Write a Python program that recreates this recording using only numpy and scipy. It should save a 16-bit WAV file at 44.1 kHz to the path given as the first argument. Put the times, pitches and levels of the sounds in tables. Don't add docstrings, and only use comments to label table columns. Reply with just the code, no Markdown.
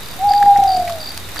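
import sys
import numpy as np
from scipy import signal
from scipy.fft import rfft, irfft, next_fast_len
from scipy.io import wavfile
from scipy.ndimage import map_coordinates

SR = 44100
rng = np.random.default_rng(int(sys.argv[2]) if len(sys.argv) > 2 else 0)


def log_audio(samples):
    frames = np.atleast_2d(samples).T
    limited = np.clip(frames, -1, 1)
    pcm = np.round(limited * 32767).astype(np.int16)
    wavfile.write(sys.argv[1], SR, pcm)


N = 61739

# f/Hz, correlation/0-1
STEREO_LIKENESS = [(30, 0.28), (200, 0.69), (1000, 0.63), (3000, 0.37), (8000, 0.24), (13000, 0.41)]
# f/Hz, relative level/dB
AIR_SPECTRUM = [(25, -10), (55, 0), (120, -4), (250, -9), (500, -11), (1000, -12), (1800, -12.3),
                (3000, -16.5), (5500, -19.5), (9000, -21.5), (14500, -23.5), (15500, -31)]
# f/Hz, relative level/dB
CHORUS_SPECTRUM = [(3000, -17), (3450, -8), (3750, 2), (4050, -6.5), (4350, -9.5), (4700, -25), (5000, -25),
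                   (5500, -24.5)]
# t/s, level/dB
HUM_LEVEL = [(0, -60), (.45, -49), (.62, -33.5), (.75, -46), (.92, -36), (1.05, -47), (1.17, -38),
             (1.4, -47)]
# f/Hz, relative level/dB
RUSTLE_SPECTRUM = [(20, -18), (50, 0.5), (80, -8), (150, -17), (400, -13), (1500, -21.5), (5000, -24),
                   (12000, -38)]
# t/s, level/dB
RUSTLE_LEVEL = [(0, -54.5), (.3, -37), (.41, -70), (.49, -51), (.72, -41), (.86, -41), (.93, -49),
                (1.19, -58), (1.25, -57), (1.36, -35.5)]
# start/s, length/s, slip spacing/s, level/dB
CREAK_RUNS = [(0.441, 0.054, .0182, -24.5), (0.587, .045, 0.016, -25.5), (0.753, .095, .0138, -28.5)]
# f/Hz, relative level/dB, t60/s
THUD_MODES = [(90, -7, 0.019), (210, -1.5, 0.019), (392, 3, 0.0099)]
# t/s, ring level/dB, resonance/Hz, t60/s, crack level/dB
HANDLING_CLICKS = [(0.336, -19, 1905, 0.016, -23), (0.4262, -12.5, 1684, 0.017, -24.5),
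                   (0.4604, -21, 1614, 0.0096, -43), (0.56, -21.5, 1617, 0.029, -46),
                   (0.574, -44, 1200, 0.029, -25), (0.637, -37, 1320, 0.024, -21),
                   (0.768, -38, 4500, 0.015, -24), (.876, -24, 2247, 0.044, -30.5),
                   (0.896, -25, 1263, 0.043, -26), (.923, -23, 4320, 0.011, -25),
                   (1.176, -33, 4440, 0.011, -16), (1.288, -30, 2184, 0.021, -34),
                   (1.36, -22.5, 1077, 0.016, -22), (1.3675, -23, 1700, 0.034, -35),
                   (1.391, -25.5, 1100, .03, -19)]
# f/Hz, relative level/dB
CRACK_SPECTRUM = [(300, -9), (1500, 1), (4500, 3.5), (9000, -2), (15000, -7.5)]
# start/s, end/s, tick spacing/s
BUSH_CRICKET_RUNS = [(.0055, .52, .02642), (.598, .61, .0266), (.6635, 1.21, .02673), (1.290, 1.4, .0267)]
# f/Hz, relative level/dB
TICK_SPECTRUM = [(8000, -2.5), (10000, -10), (10900, 2.5), (12200, -1.5), (13800, 6.5), (14500, -12),
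                 (15500, -22)]
# start/s, length/s, level/dB
CRICKET_CHIRPS = [(0.027, .11, -35.5), (0.277, .01, -34), (0.2867, .1, -22.5), (0.401, .075, -38),
                  (.672, .1, -21), (0.78, .02, -31), (0.9977, .115, -24), (1.118, .03, -37.5),
                  (1.376, .1, -23.5)]
# t/s, f/Hz, level/dB
FIRST_OWL = [(0.185, 735.2, -33.3), (0.21, 755.6, -18.7), (0.255, 818.5, -9.8), (0.33, 812.7, -10.4),
             (0.4, 822.7, -10.4), (0.44, 808.4, -4.9), (0.49, 809.3, -6.1), (0.56, 782.0, -15.8),
             (0.61, 766.4, -16.3), (0.66, 739.9, -16.3), (0.76, 701.7, -23.2), (0.81, 680.5, -23.7),
             (0.86, 657.6, -28.6), (0.96, 589.0, -43.0)]
# t/s, f/Hz, level/dB
SECOND_OWL = [(0.28, 710.5, -33.3), (0.31, 769.4, -9.2), (0.35, 807.6, -18.4), (0.39, 801.9, -26.0),
              (0.42, 790.7, -21.0), (0.452, 810.4, -7.2), (0.475, 828.9, -12.4), (0.49, 806.6, -11.1),
              (0.545, 808.2, -7.7), (0.6, 803.4, -7.9), (0.68, 776.8, -11.5), (0.77, 734.7, -13.2),
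              (0.81, 721.5, -14.8), (0.85, 703.6, -20.1), (0.92, 677.7, -20.3), (1.04, 605.1, -39.4)]


def amp(db):
    return 10 ** (np.asarray(db) / 20)


def unit(x):
    return x / np.sqrt(np.mean(x ** 2) + 1e-20)


def clock():
    return np.arange(N) / SR


def along(points, hz):
    freqs, values = np.transpose(points)
    return np.interp(np.log(hz + 1), np.log(freqs + 1), values)


def envelope(points):
    return amp(np.interp(clock(), *np.transpose(points)))


def wobble(rate):
    return map_coordinates(rng.standard_normal(int(N * rate / SR) + 4), [clock() * rate])


def fade(t, t60):
    return np.exp(-np.log(1000) * t / t60)


def filtered(x, response):
    size = next_fast_len(N + SR // 2)
    return irfft(rfft(x, size) * response(np.fft.rfftfreq(size, 1 / SR)), size)[..., :N]


def stereo_noise(spectrum):
    def mid_side_gains(hz):
        angle = np.arccos(np.clip(along(STEREO_LIKENESS, hz), -1, 1)) / 2
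        return amp(along(spectrum, hz)) * [np.cos(angle), np.sin(angle)]
    mid, side = filtered(rng.standard_normal((2, N)), mid_side_gains)
    return unit(np.array([mid + side, mid - side]))


def wood_reverb(x, t60=1.4):
    tail = rng.standard_normal((2, SR)) * fade(np.arange(SR) / SR, t60)
    return signal.fftconvolve(x[None], tail / np.linalg.norm(tail[0]), axes=1)[:, :N]


def night_air(db=-33.5, sway_db=.5):
    return amp(db + sway_db * wobble(8.03)) * stereo_noise(AIR_SPECTRUM)


def far_insects(db=-40.5, flicker_db=1.9):
    return amp(db + flicker_db * wobble(110)) * stereo_noise(CHORUS_SPECTRUM)


def low_hum(hz=91.4, waver_hz=1.5):
    pitch = hz + waver_hz * wobble(8.04)
    return envelope(HUM_LEVEL) * np.sin(2 * np.pi * np.cumsum(pitch) / SR)


def grip_rustle():
    return envelope(RUSTLE_LEVEL) * stereo_noise(RUSTLE_SPECTRUM)


def grip_creaks(lead_s=.00078, scatter_db=1.5):
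    out = np.zeros(N)
    for start, length, gap, db in CREAK_RUNS:
        for slip in np.arange(start, start + length, gap):
            age = np.maximum(clock() - slip + lead_s, 0)
            thud = sum(amp(mode_db) * np.sin(2 * np.pi * hz * age) * fade(age, t60)
                       for hz, mode_db, t60 in THUD_MODES)
            out += amp(db + rng.normal(0, scatter_db)) * thud
    return out


def handling_clicks(pitch_spread=.19, rise_s=.00018):
    out, crack = np.zeros((2, N)), stereo_noise(CRACK_SPECTRUM)
    for start, ring_db, hz, t60, crack_db in HANDLING_CLICKS:
        age = np.maximum(clock() - start, 0)
        strike = (1 - np.exp(-age / rise_s)) * fade(age, t60)
        pitch = hz * (1 + pitch_spread * wobble(2000))
        body = unit(np.sin(2 * np.pi * np.cumsum(pitch) / SR))
        low_cut = signal.butter(2, .6 * hz, "high", fs=SR, output="sos")
        ring = signal.sosfilt(low_cut, strike * body)
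        out += amp(ring_db) * ring + amp(crack_db) * strike * crack
    return out * amp([[-.8], [.8]])


def bush_cricket(db=-33, tick_s=.0045):
    t, gate = clock(), np.zeros(N)
    for start, end, gap in BUSH_CRICKET_RUNS:
        progress = np.clip((t - start) % gap / tick_s, 0, 1)
        gate += (t > start) * (t < end) * np.sin(np.pi * progress)
    return amp(db) * gate * stereo_noise(TICK_SPECTRUM)


def cricket(stroke_hz=4850, fall_hz=600, stroke_s=.013, gap_s=.0135, slowing_s=.00041):
    rasp_hz, scatter_hz, jitter_s = 69.6, 39.4, .00055
    out, t, rasp = np.zeros(N), clock(), rasp_hz * wobble(900)
    for start, length, db in CRICKET_CHIRPS:
        for k, (sharp, sway_db, late) in enumerate(rng.standard_normal((9, 3))):
            lag = k * gap_s + slowing_s * k * (k - 1) / 2
            if lag < length:
                progress = (t - start - lag - jitter_s * late) / stroke_s
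                on = (progress > 0) & (progress < 1)
                pitch = stroke_hz + scatter_hz * sharp - fall_hz * progress[on] ** 2 + rasp[on]
                swell = np.sin(np.pi * progress[on]) ** 2.1
                out[on] += amp(db + sway_db) * swell * np.sin(2 * np.pi * np.cumsum(pitch) / SR)
    return out


def owl_hoot(contour, overtone_db=-41.5, flutter_depth=.1, attack_s=.0024, release_s=.018):
    times, hz, db = np.transpose(contour)
    t = clock()
    phase = 2 * np.pi * np.cumsum(np.interp(t, times, hz)) / SR
    voice = np.sin(phase) + amp(overtone_db) * np.sin(2 * phase)
    attack = np.clip((t - times[0]) / attack_s, 0, 1)
    release = np.clip((times[-1] - t) / release_s + 1, 0, 1)
    flutter = 1 + flutter_depth * wobble(170)
    return attack * release * amp(np.interp(t, times, db)) * flutter * voice


def scene(owl_reverb_db=-18.5, cricket_reverb_db=-9.5):
    hoots = owl_hoot(FIRST_OWL) + owl_hoot(SECOND_OWL)
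    chirps = cricket()
    owls = hoots + amp(owl_reverb_db) * wood_reverb(hoots).mean(axis=0)
    insects = chirps + amp(cricket_reverb_db) * wood_reverb(chirps) + bush_cricket()
    handling = handling_clicks() + grip_creaks()
    distance = (night_air() + far_insects()) * amp([[-.5], [.5]])
    return distance + low_hum() + grip_rustle() + handling + insects + owls


def record(dry, top_hz=15500, bias=.02):
    return filtered(dry, lambda hz: hz < top_hz) + bias


dry = scene()
out = record(dry)
log_audio(out)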